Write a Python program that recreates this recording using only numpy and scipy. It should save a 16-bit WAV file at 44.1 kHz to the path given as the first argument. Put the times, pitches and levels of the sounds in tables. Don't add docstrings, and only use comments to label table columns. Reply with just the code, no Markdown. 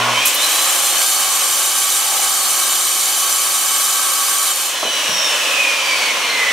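import sys
import numpy as np
from scipy import signal
from scipy.fft import rfft, irfft, next_fast_len
from scipy.io import wavfile
from scipy.ndimage import uniform_filter1d

SR = 44100
rng = np.random.default_rng(int(sys.argv[2]) if len(sys.argv) > 2 else 0)


def unload_wav(signal):
    wavfile.write(
        sys.argv[1],
        SR,
        np.round(np.clip(np.atleast_2d(signal).T, -1, 1) * 32767).astype(np.int16),
    )


N = 287532
TIME = np.arange(N) / SR
SIZE = 2 * next_fast_len(N * 5 // 8)
FREQ = np.maximum(np.arange(SIZE // 2 + 1) * SR / SIZE, 1)

FREE_HZ = 382.5
GEAR_RATIO = 4.335
HUM_HZ = 120
BITE_S = .25

# time in seconds, speed lost in motor turns per second.
SPEED_LOSS = [(1.89, 0), (2.53, 13.1), (2.84, 12.5), (3.23, 8.9), (4.42, 5.6)]


def saw(speed, turns):
    # start in seconds, starting level in dB, decay in seconds, centre of the crack in Hz.
    chips = [(.256, -11, .02, 12000), (.272, -11.5, .018, 8000), (.344, -14, .015, 11500)]
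    # start in seconds, starting level in dB, decay in seconds, pitch in Hz.
    screech = [(.33, -22.5, 0.24, 4060), (.35, -35, 0.17, 3740)]
    # start in seconds, starting level in dB, decay in seconds, centre of the thud in Hz.
    knocks = [(4.827, -10.5, 0.0098, 760), (4.85, -18.5, 0.037, 534), (5.085, -30, 0.031, 192),
              (5.145, -41, 0.082, 199)]
    blade_turns = turns / GEAR_RATIO
    cut = grinding(blade_turns) + rubbing(blade_turns) + drone(turns)
    entry = blows(chips, width=0.55) + blows(screech, width=0.006)
    return motor(speed, turns) + start_up() + entry + cut + blows(knocks, width=1.2)


def motor_speed():
    start_hz, spin_up_s = 200.7, .476
    switch_off_s, coast_s = 4.42, 3.93
    driven_s = np.minimum(TIME, switch_off_s)
    free_running = FREE_HZ - (FREE_HZ - start_hz) * np.exp(-driven_s / spin_up_s)
    driven = free_running - curves(SPEED_LOSS)[0]
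    return driven * np.exp(-(TIME - driven_s) / coast_s)


def motor(speed, turns):
    # centre in Hz, width in Hz, level in dB.
    fan_peaks = [(2030, 120, 1), (2280, 170, -1), (2500, 220, 1.5), (2970, 160, -.5), (4170, 130, -3),
                 (4580, 330, -3), (5560, 230, 4), (6000, 450, -3)]
    # centre in Hz, width in Hz, level in dB.
    gear_peaks = [(3100, 400, -9), (3650, 170, -1), (4000, 260, -1.5), (4400, 400, 0)]
    # multiple of the motor speed, level in dB against the fan air.
    weak_tones = [(1, -35.5), (2, -22), (3, -40), (6, -53), (8, -37), (10, -14), (15, -38), (24, -32),
                  (27, -25)]
    fan_order, gear_order = 9, 12
    octave_order = 2 * fan_order

    octaves = np.log2(speed / FREE_HZ)
    air_db = -17 + .5 * octaves
    rumble_db = 1.5 * octaves
    hiss_db = 2 + 8.5 * octaves
    air = fan(air_db, rumble_db, hiss_db)

    wobble = 1 + 0.33 * np.sin(2 * np.pi * 2 * turns / GEAR_RATIO)
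    fan_tone = tone(turns, fan_order, flutter=.5) * wobble
    fan_tone = fan_tone + undb(-4) * around(turns, fan_order, width_hz=520)
    octave_tone = tone(turns, octave_order, flutter=1.0) * wobble
    octave_tone = octave_tone + undb(1) * around(turns, octave_order, width_hz=510)
    gear_tone = tone(turns, gear_order, flutter=.15) + undb(-15) * around(turns, gear_order, width_hz=380)

    fan_gain, octave_gain, gear_gain = whine_levels()
    swell = undb(1.4 * walk(14))
    fan_whine = fan_tone * fan_gain * swell * resonances(fan_peaks, fan_order * speed, order=2)
    octave_whine = octave_tone * octave_gain * resonances(fan_peaks, octave_order * speed, order=2)
    gear_whine = gear_tone * gear_gain * resonances(gear_peaks, gear_order * speed, order=2)
    weak = sum(undb(db) * tone(turns, multiple, flutter=0.96) for multiple, db in weak_tones)
    return air + fan_whine + octave_whine + gear_whine + weak * undb(air_db)


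def whine_levels():
    # start in seconds,
    # fan whine in dB, its octave in dB, gear whine in dB.
    stages = [(0, -35, -42, -22), (.15, -22.5, -42, -11.5), (.28, -35, -39, -23.5), (4.67, -21.5, -27, -24)]
    fade_s = 0.062
    starts, *levels = np.transpose(stages)
    stage = np.searchsorted(starts[1:], TIME)
    return [undb(uniform_filter1d(db[stage], int(fade_s * SR))) for db in levels]


def fan(air_db, rumble_db, hiss_db):
    # frequency in Hz, level in dB.
    air_colour = [(40, -46), (90, -31.5), (180, -26.5), (350, -12.5), (520, -6.5), (750, -4), (1100, -2.5),
                  (1600, -2.5), (3200, 1), (4800, -6), (6000, -5), (9000, -7), (12000, -14.5), (15500, -19)]
    # centre in Hz, width in Hz, level in dB.
    housing = [(297, 40, -8), (552, 66, 1), (1067, 137, 2), (1700, 31, 0.5), (2505, 140, 1.5),
               (3012, 33, 8.5), (5600, 240, -1.5), (6200, 97, -0.5)]
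    rush = unit(ring(rng.standard_normal(N), np.hypot(colour(air_colour), resonances(housing))))
    low = signal.sosfiltfilt(signal.butter(2, 800, fs=SR, output="sos"), rush)
    high = signal.sosfiltfilt(signal.butter(2, 4500, "high", fs=SR, output="sos"), rush)
    shaped = rush + low * (undb(rumble_db) - 1) + high * (undb(hiss_db) - 1)
    return shaped * undb(air_db + 0.65 * walk(16))


def start_up():
    # time in seconds, hum level in dB.
    current = [(0, -31.5), (.12, -33), (.2, -41), (.3, -57.5), (1.4, -50.5), (1.7, -62), (4.4, -68),
               (4.5, -90)]
    # centre in Hz, width in Hz, level in dB.
    gears = [(700, 120, -6), (980, 90, -2), (1090, 80, 0), (1450, 90, -6)]
    phase = 2 * np.pi * HUM_HZ * TIME
    hum = unit(np.sin(phase) + undb(-3) * np.sin(2 * phase))
    rattle = unit(rng.standard_normal(N) * (1 + 0.36 * np.sin(phase)))
    growl = ring(rattle, resonances(gears) * resonances([(1010, 2500, 0)]))
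    return (hum + undb(13.5) * growl) * undb(curves(current)[0])


def grinding(blade_turns):
    # centre in Hz, width in Hz, level in dB.
    blade = [(2258, 51, -7.4), (3060, 60, -3.5), (3399, 16, -4.1), (3742, 16, -3.0), (4032, 50, -5.8),
             (4480, 95, -7.7), (5021, 32, -3.9), (5664, 34, -4.5), (5929, 44, -5.0), (6129, 114, -5.5),
             (6469, 65, -7.7), (6818, 26, -6.7), (6932, 72, -4.9), (7353, 73, -0.8), (7786, 31, -6.0),
             (8368, 53, 0.0), (8691, 46, -0.5), (9086, 48, -4.5), (9764, 63, -5.8), (9890, 21, 0.6),
             (10108, 22, -0.4), (10488, 21, -8.5), (11505, 102, -9.1), (11915, 34, -9.7),
             (12081, 38, -12.1), (12386, 29, -9.1), (12580, 52, -10.8), (13220, 115, -6.3),
             (14223, 58, -11.9), (14936, 107, -12.8)]
    # frequency in Hz, level in dB.
    dust = [(500, -42), (1500, -5.5), (2200, -47), (3500, 3), (5200, -36), (7000, 2.5), (10000, 9),
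            (11100, 4.5), (13000, 2), (15500, -34)]
    wobble = 1 + 0.08 * np.sin(2 * np.pi * blade_turns)
    torque = 1 + 0.05 * np.sin(2 * np.pi * HUM_HZ * TIME)
    grains = rng.standard_normal(N) * undb(3 * np.minimum(rng.exponential(size=N), 5))
    grit = unit(grains * wobble * torque * undb(0.54 * walk(30.24)))
    level_db = -8 - 2.5 * shallowness() * walk(24.7)
    body = np.hypot(resonances(blade), undb(-24.5) * colour(dust))
    radiation = FREQ ** 2 / (FREQ ** 2 + 900 ** 2)
    return ring(grit * contact() * undb(level_db), body * radiation)


def rubbing(blade_turns):
    # centre in Hz, width in Hz, level in dB.
    slab_low = [(554, 20, -33.5), (750, 25, 3), (815, 70, 8), (870, 8, 4.5)]
    # centre in Hz, width in Hz, level in dB.
    slab_high = [(1134, 57, 8.5), (1248, 16, 6.5), (1308, 34, 1.5), (1582, 11, 9.5), (1754, 60, -10.5),
                 (2263, 26, -7)]
    # start in seconds, end in seconds, change of the low ringing in dB, of the upper in dB.
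    binds = [(.45, .92, 3.5, 0), (1.135, 1.36, 2.5, 2), (2.1, 2.65, 3, 1), (3.186, 4.536, -1.5, 3)]
    bind_fade_s = 0.068
    spots = sum(np.cos(2 * np.pi * (k * blade_turns + rng.random())) for k in np.arange(28) + 1)
    scrape = ring(rng.standard_normal(N), resonances([(1200, 2200, 0)]))
    push = unit(spots) * (1 + 0.076 * walk(29.48)) + 0.96 * scrape

    low_db, high_db = -26.5, -20.5
    for start, end, low_change_db, high_change_db in binds:
        bind = np.clip(.5 + np.minimum(TIME - start, end - TIME) / bind_fade_s, 0, 1)
        low_db = low_db + bind * low_change_db
        high_db = high_db + bind * high_change_db
    swell_db, swell_hz = 1.2, 5
    low = even(ring(push, resonances(slab_low)), seconds=0.55) * undb(low_db + swell_db * walk(swell_hz))
    high = even(ring(push, resonances(slab_high)), seconds=0.12) * undb(high_db + swell_db * walk(swell_hz))
    return contact() * (low + high)


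def drone(turns):
    # multiple of its turning rate, level in dB without speed loss,
    # rise in dB for each motor turn per second lost.
    blade_drone = [(1, -64, 0), (2, -53, .55), (3, -49, .1), (4, -52, 1.0)]
    lost_hz = curves(SPEED_LOSS)[0]
    blade = 0
    for multiple, db, rise in blade_drone:
        blade = blade + tone(turns / GEAR_RATIO, multiple, flutter=0.45) * undb(db + rise * lost_hz)
    shaft = tone(turns, order=1, flutter=0.1) * undb(-41)
    return contact() * (blade + shaft)


def shallowness():
    sink_s = .44
    return np.exp(-np.maximum(TIME - BITE_S, 0) / sink_s)


def contact():
    break_s, break_db = 4.52, -4
    exit_s, exit_db_per_s = 4.67, 153
    leaving_db = break_db * (TIME > break_s) - exit_db_per_s * np.maximum(TIME - exit_s, 0)
    return (TIME > BITE_S) * undb(-15.5 * shallowness() + leaving_db)


def blows(events, width):
    out = 0
    for start, db, decay, hz in events:
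        force = undb(db) * (TIME >= start) * np.exp(-np.abs(TIME - start) / decay)
        out = out + ring(force * rng.standard_normal(N), resonances([(hz, width * hz, 0)]) ** 2)
    return out


def tone(turns, order, flutter):
    steady = np.sqrt(2) * np.sin(2 * np.pi * (order * turns + rng.random()))
    return unit(steady + flutter * around(turns, order, width_hz=80))


def around(turns, order, width_hz):
    wander = walk(width_hz) + 1j * walk(width_hz)
    return unit(np.real(wander * np.exp(2j * np.pi * order * turns)))


def ring(x, gain):
    cepstrum = irfft(np.log(unit(gain) + 1e-9))[:SIZE // 2]
    cepstrum[0] /= 2
    response = np.exp(2 * rfft(cepstrum, SIZE))
    return irfft(rfft(x, SIZE) * response)[:N]


def resonances(modes, at=FREQ, order=1):
    power = 0
    for hz, width, db in modes:
        offset = (at - hz * hz / at) / width
        power = power + undb(db) ** 2 / (1 + offset ** 2) ** order
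    return np.sqrt(power)


def colour(points):
    hz, db = np.transpose(points)
    return undb(np.interp(np.log(FREQ), np.log(hz), db))


def walk(hz):
    step = max(int(SR / hz), 2)
    held = np.repeat(rng.standard_normal(N // step + 1), step)
    return unit(uniform_filter1d(uniform_filter1d(held, step), step)[:N])


def curves(table):
    seconds, *columns = np.transpose(table)
    return [np.interp(TIME, seconds, column) for column in columns]


def even(x, seconds):
    return x / np.sqrt(uniform_filter1d(x ** 2, int(seconds * SR)) + 1e-12)


def unit(x):
    return x / np.sqrt(np.mean(x ** 2))


def undb(db):
    return 10 ** (np.asarray(db) / 20)


def workshop(speed, turns):
    # frequency in Hz, level in dB.
    room = [(60, -18), (400, -16.5), (1100, -13), (2500, -8), (5000, -8), (8500, -8.5), (13000, -4.5)]
    return irfft(rfft(saw(speed, turns), SIZE) * colour(room))[:N]


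def gain_control(x):
    threshold_db, ratio = -15.5, 90
    detect_s, recover_db_per_s = 0.15, 28
    follow = np.exp(-1 / (detect_s * SR))
    power = signal.lfilter([1 - follow], [1, -follow], np.mean(x ** 2, axis=0))
    level_db = 10 * np.log10(power + 1e-12)
    recovery_db = recover_db_per_s * TIME
    held_db = np.maximum.accumulate(level_db + recovery_db) - recovery_db
    return x * undb(-np.maximum(held_db - threshold_db, 0) * (1 - 1 / ratio))


def scene(right_db=0.4):
    speed = motor_speed() * (1 + 0.00061 * walk(12))
    turns = np.cumsum(speed) / SR
    direct = saw(speed, turns)
    walls = workshop(speed, turns)
    left = (direct + walls) * undb(-right_db / 2)
    right = (direct - walls) * undb(right_db / 2)
    return np.array([left, right])


def record(dry):
    rounded = np.tanh(.6 * gain_control(dry)) / .6
    top_hz = 15700
    return signal.sosfilt(signal.ellip(14, .2, 90, top_hz, fs=SR, output="sos"), rounded)


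dry = scene()
out = record(dry)
unload_wav(out)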